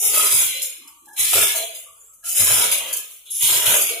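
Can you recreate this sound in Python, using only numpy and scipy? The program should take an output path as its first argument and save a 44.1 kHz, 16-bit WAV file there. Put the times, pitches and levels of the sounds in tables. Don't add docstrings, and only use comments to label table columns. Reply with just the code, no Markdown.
import sys
import numpy as np
from scipy import signal
from scipy.fft import rfft, irfft
from scipy.io import wavfile
from scipy.ndimage import uniform_filter1d

SR = 44100
rng = np.random.default_rng(int(sys.argv[2]) if len(sys.argv) > 2 else 0)


def to_wav(sig):
    pcm = np.clip(np.atleast_2d(sig), -1, 1) * 32767
    pcm = np.round(pcm).astype(np.int16)
    wavfile.write(sys.argv[1], SR, pcm.T)


def ratio_of_db(decibels):
    return 10 ** (np.asarray(decibels, float) / 20)


N = 176400

ROD_PITCHES = [14815, 14815, 12188, 13313]


def evened(x):
    return x / np.sqrt(np.mean(x ** 2) + 1e-20)


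def read(points, hz):
    f, value = np.transpose(points)
    return np.interp(np.log(hz + 1), np.log(f + 1), value)


def shape(start, rise, hold, t60):
    t = np.arange(0, N, 8) / SR - start
    attack = np.clip(t / rise, 0, 1) ** 2
    release = ratio_of_db(-120 * np.clip(t - rise - hold, 0, 3) / t60)
    return np.repeat(attack * release, 8)[:N]


def ports(pair, points):
    # pitch in Hz, share in common from 0 to 1.
    likeness = [(60, 1), (500, 0.66), (3000, 0.28), (15000, 0.07)]
    # pitch in Hz, left minus right in dB.
    balance = [(60, -2), (240, 0.5), (950, 0.5), (3770, -1.0), (15000, 1.5)]
    hz = np.fft.rfftfreq(N, 1 / SR)
    below = np.maximum(np.log2(points[0][0] / (hz + 1)), 0)
    above = np.maximum(np.log2((hz + 1) / points[-1][0]), 0)
    a, b = rfft(pair) * ratio_of_db(read(points, hz) - 60 * (below + above))
    same = np.clip(read(likeness, hz), 0, 1)
    lean = ratio_of_db(read(balance, hz) / 2)
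    left = a * lean
    right = (same * a + np.sqrt(1 - same ** 2) * b) / lean
    return evened(irfft(np.array([left, right]), N))


def wander(width_hz):
    r = np.exp(-np.pi * width_hz / SR)
    noise = rng.standard_normal((2, N, 2)) @ [1, 1j]
    a, b = signal.lfilter([1], [1, -2 * r, r * r], noise)
    return np.array([a, 0.84 * a + 0.5 * b])


def fuzzy(hz, slow):
    moved = np.roll(slow, rng.integers(N), axis=1)
    return evened((moved * np.exp(2j * np.pi * hz * np.arange(N) / SR)).real)


def smooth(grid, bins, frames):
    return uniform_filter1d(uniform_filter1d(grid, bins, axis=0), frames, axis=1)


def rattle(points, per_s, spread_db, ring_s):
    size = ratio_of_db(spread_db * np.minimum(rng.exponential(1, (2, N)), 4))
    size = size * (rng.random((2, N)) < per_s / SR)
    piece = rng.integers(0, 12, (2, N))
    t = np.arange(2048) / SR
    out = np.zeros((2, N))
    for k, noise in enumerate(rng.standard_normal((12, 2048))):
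        longer = 0.21 + k / 8
        ring = noise * ratio_of_db(-60 * t / (ring_s * longer)) / np.sqrt(longer)
        out += signal.oaconvolve(size * (piece == k), ring[None], axes=1)[:, :N]
    lump_s, lump_db = 0.012, -0.62
    lumps = uniform_filter1d(rng.standard_normal(N // 64 + 1), int(lump_s * SR / 64))
    return ports(out, points) * ratio_of_db(lump_db * np.repeat(evened(lumps), 64)[:N])


def loom():
    # start in seconds, hold in seconds, level of wires, plates and frame in dB.
    strokes = [(-.01, 0.046, -20, -37.5, -72), (0.016, 0.06, -19.5, -32.5, -50),
               (0.119, 0.12, -17, -26.5, -34), (0.292, 0.11, -17, -29, -40), (0.467, 0.082, -32, -33, -56),
               (1.161, 0.14, -21, -27.5, -55), (1.316, 0.1, -15, -22, -31),
               (1.475, 0.086, -29.5, -40, -45.5), (1.725, 0.041, -37.5, -73, -73),
               (1.947, 0.069, -53.5, -72, -69.5), (2.234, 0.018, -28.5, -42, -61),
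               (2.262, 0.069, -24, -39.5, -77), (2.343, 0.081, -15.5, -28.5, -38),
               (2.45, 0.17, -17.5, -26, -29.5), (2.849, 0.022, -33, -38, -43),
               (3.086, 0.031, -41.5, -53, -66), (3.241, 0.032, -45, -72, -80), (3.328, 0.11, -26, -48, -85),
               (3.399, 0.12, -17.5, -25, -44), (3.47, 0.16, -21.5, -32.5, -35),
               (3.644, 0.098, -16, -25, -29), (3.795, 0.072, -25.5, -33, -61)]
    # start in seconds, wires in dB, plates above wires in dB, fade t60 in seconds.
    clacks = [(0.618, -21, -26, 0.27), (0.873, -40, -13.5, 0.16), (1.081, -49, -12, 0.17),
              (1.131, -43, -20, 0.2), (1.191, -17.5, -17.5, 0.37), (2.1331, -45.5, -25.5, 0.12),
              (2.5044, -19.5, -53, 0.54), (2.7134, -16, -9.5, 0.37), (2.9268, -19, -15.5, 0.11),
              (2.964, -22.5, -17.5, 0.14), (3.3034, -28.5, -51, 0.44), (3.7074, -20, -16, 0.1),
              (0.147, -23, -12, 0.23), (0.171, -16, -11, .12), (0.317, -21, -20, 0.17),
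              (1.054, -48, -14, 0.093), (1.329, -18.5, -9.5, .2), (1.413, -28, -18, .15),
              (1.557, -20, -11.5, 0.3), (1.748, -34.5, -8.5, 0.13), (2.004, -55, -16, 0.11),
              (2.374, -32, -9, .15), (2.4, -16.5, -8.5, 0.18), (3.423, -16.5, -28, 0.18),
              (3.6565, -17.5, -4, 0.24), (3.816, -18.5, -19, 0.092), (3.833, -27, -9, 0.073),
              (3.889, -28, -1.5, 0.17)]
    # pitch in Hz, level in dB.
    wires = [(4700, -6.5), (5900, -6), (7100, 1), (8150, -2.5), (10500, 6), (12500, 0), (15300, -4.5)]
    # pitch in Hz, level in dB.
    plates = [(1030, -19.5), (1750, -12.5), (2150, 0.5), (2830, 1.5), (3970, -0.5), (4490, 2.5),
              (4700, -0.5), (6110, -10), (10300, -120)]
    # pitch in Hz, level in dB.
    frame = [(24, -47), (40, -5), (91, -18.5), (230, -15.5), (422, 2), (1010, 5), (1120, -1), (1240, 5.5),
             (1750, 2), (2280, -12), (3850, -120)]
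    # knocks per second, size spread in dB, ring of a knock in seconds,
    # fade t60 after a stroke in seconds.
    parts = [
        (4830, 3.43, 0.0046, 0.38),
        (2912, 2.4, 0.0059, 0.71),
        (1189, 4.57, 0.042, 0.17),
    ]
    out = np.zeros((2, N))
    for k, (points, part) in enumerate(zip((wires, plates, frame), parts)):
        per_s, spread_db, ring_s, t60 = part
        power = np.zeros(N)
        for row in strokes:
            power += ratio_of_db(2 * row[2 + k]) * shape(row[0], 0.027, row[1], t60)
        for start, db, plates_db, fade in clacks:
            part_db = db + (0, plates_db, plates_db - 10)[k]
            power += ratio_of_db(2 * part_db) * shape(start, 0.002, 0.0068, fade)
        out += np.sqrt(power) * rattle(points, per_s, spread_db, ring_s)
    return out


def creaks():
    # start in seconds, length in seconds, pitch in Hz, level in dB.
    slips = [(0.535, 0.089, 524, -48.5), (0.775, 0.079, 315, -59), (0.811, 0.15, 1160, -57),
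             (0.828, 0.088, 920, -58), (1.017, 0.074, 324, -58.5), (1.067, 0.14, 826, -50),
             (1.076, 0.35, 1685, -51), (1.541, 0.087, 663.2, -35.5), (1.556, 0.069, 479.6, -41.5),
             (1.857, 0.044, 1166, -53.5), (.0, 0.093, 789, -37.5), (.0, 0.14, 450.4, -45.5),
             (2.07, 0.051, 1304, -65.5), (2.232, 0.14, 698, -58), (2.235, 0.027, 1376, -49),
             (2.227, 0.035, 1640, -57.5), (3.897, 0.042, 460.3, -38.5), (3.912, .09, 675, -40)]
    slow = wander(72.6)
    return sum(ratio_of_db(db) * np.sqrt(shape(start, 0.0097, length, 0.2)) * fuzzy(hz, slow)
               for start, length, hz, db in slips)


def bumps():
    # start in seconds, level in dB, pitch in Hz, fade t60 in seconds.
    thumps = [
        (0.047, -50.5, 70.2, 0.46),
        (3.3, -66.5, 130, 0.22),
        (.33, -46, 120, 0.36),
        (1.192, -55.5, 103, 0.82),
        (1.347, -37, 94.3, 0.19),
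        (2.4, -39, 115, 0.43),
        (2.494, -40, 95.8, 0.34),
        (3.43, -45.5, 118, 0.74),
        (3.669, -39, 110.8, 0.12),
    ]
    # start in seconds, level in dB, pitch in Hz, fade t60 in seconds.
    beam = [
        (2.39, -46, 260, .3),
        (2.5, -47, 270, .3),
        (3.68, -45, 240, .3),
        (3.77, -47, 310, .3),
        (1.35, -47, 200, .2),
        (3.5, -49, 330, .2),
    ]
    slow = wander(75)
    return sum(ratio_of_db(db) * np.sqrt(shape(start, 0.0039, 0.025, t60)) * fuzzy(hz, slow)
               for start, db, hz, t60 in thumps + beam)


def shakes():
    # start in seconds, length in seconds, pitch in Hz, width in Hz, level in dB.
    shivers = [
        (3.3, 0.16, 10900, 730, -28.5),
        (3.255, 0.13, 3600, 980, -45.5),
        (2.72, 0.23, 2900, 1500, -39),
        (0.15, 0.102, 1270, 64, -38),
        (2.8, 0.055, 900, 360, -42),
    ]
    return sum(ratio_of_db(db) * np.sqrt(shape(start, 0.011, length, 0.2)) * fuzzy(hz, wander(width))
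               for start, length, hz, width, db in shivers)


def pulley():
    # start in seconds, length in seconds, pitch in Hz, level in dB.
    squeaks = [
        (1.875, 0.07, 7600, -61.5),
        (1.995, 0.021, 7100, -47.5),
        (2.035, 0.07, 7550, -51),
        (2.03, 0.051, 14000, -65),
        (3.2, .08, 18000, -60),
    ]
    slow = wander(450)
    return sum(ratio_of_db(db) * np.sqrt(shape(start, 0.007, length, 0.086)) * fuzzy(hz, slow)
               for start, length, hz, db in squeaks)


def rods():
    # start in seconds, hold in seconds, fade t60 in seconds.
    rings = [
        (.03, .22, .3),
        (2.4, .2, 1.9),
        (3.69, .12, .6),
        (3.7, .12, .6),
    ]
    levels = [-38, -38, -29, -34]
    t = np.arange(N) / SR
    out = np.zeros((2, N))
    for (start, hold, t60), hz, db in zip(rings, ROD_PITCHES, levels):
        turns = hz * t + rng.random((2, 1)) * 0.24
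        out += np.sqrt(2 * shape(start, 0.0051, hold, t60)) * ratio_of_db(db) * np.sin(2 * np.pi * turns)
    return out


def shelter(x):
    t60 = 0.52
    taps = rng.choice([-1., 1.], (2, SR)) * (rng.random((2, SR)) < 0.05)
    taps = taps * ratio_of_db(-60 * np.arange(SR) / SR / t60)
    taps = signal.lfilter([1], [1, -0.4], taps)
    return signal.fftconvolve(x, taps / np.linalg.norm(taps[0]), axes=1)[:, :N]


def yard():
    # pitch in Hz, level in dB.
    colour = [(30, -5.5), (60, -16), (200, -27), (1190, -25), (5450, -43), (6050, -15), (12600, -11.5),
              (15400, -27)]
    return ratio_of_db(-54) * ports(rng.standard_normal((2, N)), colour)


def scene():
    near = loom() + creaks() + bumps() + shakes() + pulley()
    return near + ratio_of_db(-5.5) * shelter(near) + rods() + yard()


def colouring(z, hz):
    # pitch in Hz, width in Hz, depth in dB.
    hollows = [
        (258, 80, 1),
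        (799, 94, 8),
        (1784, 33, 29),
        (4647, 420, 4.5),
        (5500, 180, 0),
        (11940, 120, 5),
        (8070, 195, 0.5),
        (2134, 57, 4.5),
        (12800, 130, 7),
    ]
    colour_db = -sum(db * np.exp(-((hz - f) / width) ** 2) for f, width, db in hollows)
    colour_db = colour_db - 24 * np.maximum(np.log2(49.5 / (hz + 1)), 0)
    colour_db = colour_db - 60 * np.clip((hz - 15500) / 300, 0, 1)
    comb_db = 4 * np.sin(2 * np.pi * hz * 0.00064) * (hz > 13000) * np.array([[1], [-1]])
    patches = evened(smooth(rng.standard_normal(z.shape[1:]), 6, 16))
    patch_db = 3 * np.clip(hz / 250, 0, 1) * np.clip(1200 / (hz + 1), 1, 1.2)
    return z * ratio_of_db((colour_db + comb_db)[:, :, None] + patches * patch_db[:, None])


def gate(z, hz):
    # pitch in Hz, level relative to the neighbours in dB.
    threshold = [(120, -30), (250, -19), (1000, -17), (1700, -12), (3300, -12), (3950, -1), (5600, -1),
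                 (6400, -10), (8000, -7), (9200, -11), (11500, -9), (14500, -4)]
    power = (abs(z) ** 2).mean(0)

    def level(bins):
        return 10 * np.log10(abs(smooth(power, bins, 4)) + 1e-16)

    streaks = evened(smooth(rng.standard_normal(z.shape[1:]), 5, 10))
    mask_db = level(140) + read(threshold, hz)[:, None] + 4 * streaks
    quiet = np.clip((-25.5 - 10 * np.log10(power.sum(0) + 1e-16)) / 20, 0, 1)
    mask_db = mask_db + 4 * quiet * (hz > 1400)[:, None]
    near_rod = abs(hz[:, None] - ROD_PITCHES).min(1) < 45
    rod = (level(3) > level(60) + 5.5) * near_rod[:, None] * 1.
    around = uniform_filter1d(rod, 56, axis=0) > 1e-3
    beside = uniform_filter1d(rod, 3, axis=0) < 1e-3
    z = z * ratio_of_db(-28 * (around & beside))
    return z * ratio_of_db(-45 * np.clip((mask_db - level(3)) / 2, 0, 1))


def overload_and_thin(x):
    hz, _, z = signal.stft(np.tanh(x), SR, nperseg=2048, noverlap=1536)
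    z = gate(colouring(z, hz), hz)
    return signal.istft(z, SR, nperseg=2048, noverlap=1536)[1][:, :N]


def low_pass(x):
    return signal.sosfilt(signal.butter(12, 16490, fs=SR, output="sos"), x)


def record(dry):
    mix = overload_and_thin(dry)
    return low_pass(mix)


dry = scene()
out = record(dry)
to_wav(out)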